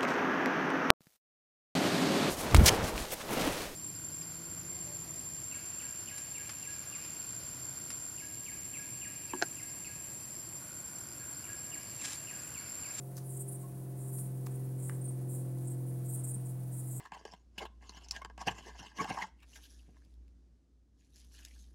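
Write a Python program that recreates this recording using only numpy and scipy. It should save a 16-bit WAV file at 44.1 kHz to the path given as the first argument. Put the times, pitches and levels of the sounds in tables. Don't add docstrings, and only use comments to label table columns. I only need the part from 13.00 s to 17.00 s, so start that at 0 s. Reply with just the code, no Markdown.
import sys
import numpy as np
from scipy import signal
from scipy.fft import rfft, irfft
from scipy.io import wavfile

SR = 44100
rng = np.random.default_rng(int(sys.argv[2]) if len(sys.argv) > 2 else 0)


def wav_record(signal):
    frames = np.transpose(np.atleast_2d(signal))
    bounded = np.clip(frames, -1, 1)
    quanta = np.round(bounded * 32767).astype(np.int16)
    wavfile.write(sys.argv[1], SR, quanta)


N = 176400
TIME_S = np.arange(N) / SR


def amp(db):
    return 10 ** (np.asarray(db) / 20)


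def unit_rms(x):
    return x / np.sqrt(np.mean(x ** 2) + 1e-20)


def curve(points):
    return np.interp(TIME_S, *np.transpose(points))


def spectrum(points, hz):
    f, db = np.transpose(points)
    return amp(np.interp(np.log(hz + 1), np.log(f + 1), db))


def noise(points):
    hz = np.fft.rfftfreq(N, 1 / SR)
    low_cut = np.minimum(hz / points[0][0], 1) ** 2
    return unit_rms(irfft(rfft(rng.standard_normal(N)) * spectrum(points, hz) * low_cut, N))


def wander(rate_hz):
    t = TIME_S[::128]
    hz = np.fft.rfftfreq(len(t), t[1])
    low_pass = np.exp(-(hz / rate_hz) ** 2) * (hz > 0)
    drift = irfft(rfft(rng.standard_normal(len(t))) * low_pass, len(t))
    return np.interp(TIME_S, t, unit_rms(drift))


def add(mix, start_s, sound):
    part = mix[max(round(start_s * SR), 0):][:len(sound)]
    part += sound[:len(part)]


def echo(x, t60_s=.34, delay_s=.0043):
    t = TIME_S[:SR // 2]
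    tail = rng.standard_normal(len(t)) * np.exp(-np.log(1000) * t / t60_s) * (t > delay_s)
    return signal.fftconvolve(x, tail / np.linalg.norm(tail))[:N]


# f/Hz, relative level/dB
AIR_SPECTRUM = [(15, -5), (35, 2.5), (65, 2), (110, 5), (180, 3), (250, -3), (400, -3), (600, -7.5),
                (1000, -13), (1800, -18.5), (3000, -26), (5000, -27.5), (16000, -29)]
# t/s, level/dB
AIR_ENVELOPE = [(0, -59.5), (.7, -57.5), (1.3, -58), (1.75, -57), (2.3, -58), (3, -57.5), (4, -59)]


def air():
    return amp(curve(AIR_ENVELOPE) + .7 * wander(rate_hz=13)) * noise(AIR_SPECTRUM)


# t/s, f/Hz
FIRING_RATE = [(0, 132.5), (.8, 131), (1.7, 130), (2.9, 128.5), (4, 126.8)]
# t/s, level/dB
FIRING_ENVELOPE = [(0, -45), (.35, -41.5), (.72, -44.3), (1.15, -39.5), (1.6, -38.5), (2.3, -38),
                   (3.0, -37.5), (3.5, -39), (4, -40)]
PARTIAL_TIMES_S = [.35, 1.35, 2.4, 3.65]
# multiple of the cycle rate, level/dB at each breakpoint
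STRONG_PARTIALS = [(8, -59.5, -57.5, -55.5, -57), (9, -63.5, -60.5, -61, -62), (12, -75, -62.5, -57.5, -66),
                   (14, -65, -58.5, -55.5, -61.5), (15, -67, -61.5, -65.5, -69), (16, -63, -60, -53.5, -62),
                   (17, -69, -68.5, -60.5, -71), (18, -60.5, -58.5, -63, -98), (22, -72.5, -65, -60.5, -68),
                   (24, -67, -67, -62.5, -77), (26, -71, -75, -65.5, -79), (32, -66, -67, -70, -69)]
# f/Hz, level/dB
WEAK_SPECTRUM = [(150, -73.5), (280, -79.5), (450, -81.5), (620, -79), (850, -82), (1300, -93.5)]


def engine(cylinders=6, waver_db=2, scatter_rad=1.16):
    cycle_hz = curve(FIRING_RATE) / cylinders
    cycle_rad = 2 * np.pi * np.cumsum(cycle_hz) / SR
    drone = amp(curve(FIRING_ENVELOPE)) * np.cos(cylinders * cycle_rad)
    strong_db = {round(order): levels for order, *levels in STRONG_PARTIALS}
    for order in range(cylinders + 1, 52):
        if order in strong_db:
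            gain = amp(np.interp(TIME_S, PARTIAL_TIMES_S, strong_db[order]))
        else:
            gain = spectrum(WEAK_SPECTRUM, order * cycle_hz.mean())
        waver = amp(waver_db * wander(rate_hz=2.47))
        drone += gain * waver * np.cos(order * cycle_rad + scatter_rad * rng.standard_normal())
    return np.sqrt(2) * drone


# f/Hz, relative level/dB
SWARM_SPECTRUM = [(3000, -23), (6300, -11.5), (7400, -7), (8600, 0.5), (10200, 2), (12500, -1.5),
                  (14200, -6), (16000, -1)]


def swarm(level_db=-59.5, flutter_db=1.17):
    return amp(level_db + flutter_db * wander(rate_hz=45)) * noise(SWARM_SPECTRUM)


def sonar(chirps_per_s=45, length_s=.003, top_hz=18700, end_range_hz=(8900, 15100)):
    chirps = np.zeros(N)
    progress = np.arange(0, length_s, 1 / SR) / length_s
    envelope = np.sin(np.pi * progress)
    for when, shallowness, distance in rng.random((int(chirps_per_s * N / SR), 3)):
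        end_hz = np.interp(np.sqrt(shallowness), (0, 1), end_range_hz)
        hz = top_hz * (end_hz / top_hz) ** progress
        sweep = np.sin(2 * np.pi * np.cumsum(hz) / SR)
        level_db = -61 - 3 * np.log(distance + .044)
        add(chirps, when * N / SR, amp(level_db) * envelope * sweep)
    return chirps


def scuff(lead_s, rise_s, decay_s, colour):
    t = TIME_S[:4096] - lead_s
    envelope = np.exp(-np.maximum(-t / rise_s, t / decay_s))
    burst = envelope * rng.choice([-1., 1.], len(t))
    ring = irfft(rfft(burst) * spectrum(colour, np.fft.rfftfreq(len(t), 1 / SR)))
    return ring * np.linalg.norm(envelope) / np.linalg.norm(ring)


# peak t/s, rise/s, decay/s, knock level/dB, snap level/dB
TICK_EVENTS = [(.169, .0003, 0.0011, -70, -39.5), (0.182, .011, 0.006, -60, -46.5),
               (1.187, 0.0012, 0.0023, -60, -50), (1.466, 0.004, 0.0023, -60, -48.5),
               (1.4694, 0.00034, 0.00073, -38.5, -40), (1.8968, 0.0014, 0.0014, -38.5, -52),
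               (2.586, .001, 0.0018, -73, -56)]
# f/Hz, relative level/dB
KNOCK_SPECTRUM = [(300, -17), (750, 0), (1250, 6.5), (2100, -5), (3200, -13.5), (8000, -34)]
# f/Hz, relative level/dB
SNAP_SPECTRUM = [(1000, -29), (3200, -12.5), (4500, -2.5), (6000, 0.5), (8000, -2.5), (11000, -3),
                 (14000, -3), (16000, -3.5)]


def ticks(lead_s=.05):
    track = np.zeros(N)
    for peak_s, rise_s, decay_s, knock_db, snap_db in TICK_EVENTS:
        knock = amp(knock_db) * scuff(lead_s, rise_s, decay_s, KNOCK_SPECTRUM)
        snap = amp(snap_db) * scuff(lead_s, rise_s, decay_s, SNAP_SPECTRUM)
        add(track, peak_s - lead_s, knock + snap)
    return track


def pulse_train(t, length_s, rasp, centre_hz, sigma_s=.00036, glide_hz_per_s=410000):
    clean_per_s, raspy_per_s, slowing, jitter, spread_db = 220, 415, .25, .07, .4
    rate_per_s = raspy_per_s - (raspy_per_s - clean_per_s) * np.exp(-rasp / .1)
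    gap_draw, level_draw, pitch_draw, phase_draw = rng.standard_normal((4, 40, 1))
    progress = np.arange(40)[:, None] / (rate_per_s * length_s)
    gaps_s = np.exp(slowing * np.minimum(progress - .5, 1) + jitter * gap_draw) / rate_per_s
    since_s = t - (np.cumsum(gaps_s, axis=0) - gaps_s[0] / 2)
    gates = amp(spread_db * level_draw) * np.exp(-.5 * (since_s / sigma_s) ** 2)
    pitch_hz = centre_hz * (1 + .017 * pitch_draw)
    cycles = pitch_hz * since_s + glide_hz_per_s * since_s ** 2 / 2 + phase_draw
    pips = gates * np.cos(2 * np.pi * cycles)
    return unit_rms(pips.sum(0)), unit_rms(gates.sum(0))


# f/Hz, relative level/dB
OVERTONE_SPECTRUM = [(5500, -55), (9000, -18), (10400, 2), (11800, 1.5), (13200, 0), (14400, -8.5),
                     (16000, -1)]


def buzz(length_s, rasp, centre_hz, voice_db, overtones_db):
    rasp_width_hz, gate_depth, ripple_db, ripple_hz = 1270, .57, 4, 2324
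    t = np.arange(0, length_s * 1.017, 1 / SR)
    hz = np.fft.rfftfreq(len(t), 1 / SR)
    pips, throb = pulse_train(t, length_s, rasp, centre_hz)
    puffs = rfft(rng.standard_normal((2, len(t))) * (1 - gate_depth + gate_depth * throb))
    resonance = 1 / (1 + ((hz - centre_hz) / (2 * rasp_width_hz)) ** 2) ** 2
    low_cut = 1 / (1 + (6700 / (hz + 1)) ** 20)
    rasp_noise = unit_rms(irfft(puffs[0] * resonance * low_cut, len(t)))
    voice = np.sqrt(1 - rasp) * pips + np.sqrt(rasp) * rasp_noise
    ripple = amp(ripple_db * np.cos(2 * np.pi * (hz / ripple_hz + rng.random())))
    overtones = unit_rms(irfft(puffs[1] * spectrum(OVERTONE_SPECTRUM, hz) * ripple, len(t)))
    envelope = unit_rms(abs(np.sin(np.pi * (t / t[-1]) ** 1.19)) ** .85)
    return envelope * (amp(voice_db) * voice + amp(overtones_db) * overtones)


# t/s, core length/s, rasp share 0-1, resonance f/Hz, voice level/dB, overtone level/dB
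BAT_CALLS = [(0.251, 0.03, 0.8, 9850, -58.5, -62), (0.288, 0.033, 1, 9100, -55, -60),
             (0.324, 0.037, 0.92, 8460, -57, -58), (0.365, 0.016, 0.24, 8530, -47.5, -55),
             (0.389, 0.039, 0.18, 8550, -46, -52), (0.478, 0.023, 0.52, 9540, -50, -59),
             (0.511, 0.028, 0.43, 9370, -51, -54), (0.537, 0.031, 0.06, 8900, -52, -59),
             (0.59, 0.048, 0.62, 8700, -61, -63), (0.97, 0.078, 0.82, 8800, -60, -66),
             (1.039, 0.073, 0.78, 8940, -58, -61), (1.118, 0.054, 0.76, 9170, -53, -53),
             (1.173, 0.041, 0.67, 9300, -49, -53.5), (1.217, 0.055, 0.9, 9400, -62, -61),
             (1.503, 0.024, 0.45, 8870, -64, -71), (1.542, 0.023, 0.43, 9200, -58, -67),
             (1.781, 0.035, 0.8, 8800, -59, -64), (1.819, 0.043, 0.66, 8600, -53, -59),
             (1.859, 0.042, 0.7, 8920, -52.5, -59), (1.91, 0.051, 1, 8880, -62, -68),
             (2.009, 0.02, 0.08, 8960, -54.5, -67), (2.038, 0.032, 0.07, 8980, -49.5, -67),
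             (2.078, 0.027, 0.04, 8950, -48.5, -65), (2.29, 0.035, 0.76, 8740, -55, -57),
             (2.327, 0.041, 0.77, 9000, -53.5, -55.5), (2.369, 0.047, 0.85, 9200, -60.5, -64),
             (2.64, 0.02, 0.7, 8300, -61, -75), (2.671, 0.018, 0.4, 8600, -52, -67),
             (2.696, 0.033, 0.2, 8400, -54, -59), (2.863, 0.044, 0.83, 9550, -63.5, -65),
             (3.053, 0.02, 0.76, 8700, -57, -60), (3.084, 0.031, 0.36, 8500, -50.5, -51.5),
             (3.118, 0.046, 0.5, 8930, -47.5, -51.5), (3.159, 0.057, 0.4, 9000, -52.5, -73),
             (3.238, 0.018, 0.43, 8430, -47, -53), (3.269, 0.036, 0.34, 8730, -46.5, -52),
             (3.305, 0.018, 0.1, 9250, -45, -56), (3.335, 0.024, 0.02, 8880, -44.5, -62),
             (3.452, 0.021, 0.56, 8720, -57, -62), (3.481, 0.029, 0.7, 9000, -61.5, -63),
             (3.716, 0.041, 0.8, 8710, -56.5, -60), (3.762, 0.05, 0.74, 9000, -53.5, -56),
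             (3.822, 0.045, 0.8, 9170, -61, -62), (3.868, 0.028, 0.85, 9100, -56, -57),
             (3.905, 0.034, 0.57, 8000, -51.5, -53.5), (3.943, 0.044, 0.55, 8260, -51, -56)]


def chatter(full_blur_s=.012, echo_db=-10.5, rasp_echo_db=7.5):
    direct, scattered = np.zeros((2, N))
    for start_s, length_s, rasp, centre_hz, voice_db, overtones_db in BAT_CALLS:
        blur_s = full_blur_s * rasp
        call = buzz(length_s + 2 * blur_s, rasp, centre_hz, voice_db, overtones_db)
        add(direct, start_s - blur_s, call)
        add(scattered, start_s - blur_s, call * amp(echo_db + rasp_echo_db * rasp))
    return direct + echo(scattered)


def peep(peak_s=.65, half_width_s=.018, hz=1080, level_db=-55.5):
    envelope = np.exp(-((TIME_S - peak_s) / half_width_s) ** 2)
    return amp(level_db) * envelope * np.sin(2 * np.pi * hz * TIME_S)


# f/Hz, relative level/dB
BUMP_SPECTRUM = [(25, -3), (80, 4), (200, 1), (330, -8), (1200, -60)]


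def bump(peak_s=3.362, half_width_s=.015, level_db=-48):
    envelope = np.exp(-((TIME_S - peak_s) / half_width_s) ** 2)
    return amp(level_db) * envelope * noise(BUMP_SPECTRUM)


def scene():
    background = air() + engine() + swarm() + sonar()
    small_sounds = ticks() + peep()
    return (background + small_sounds + amp(-9) * echo(small_sounds) + chatter() + bump())[None]


def record(dry, cutoff_hz=15900):
    low_pass = signal.firwin(511, cutoff_hz, window=("kaiser", 9), fs=SR)
    return signal.oaconvolve(dry, low_pass[None], "same")


dry = scene()
out = record(dry)
wav_record(out)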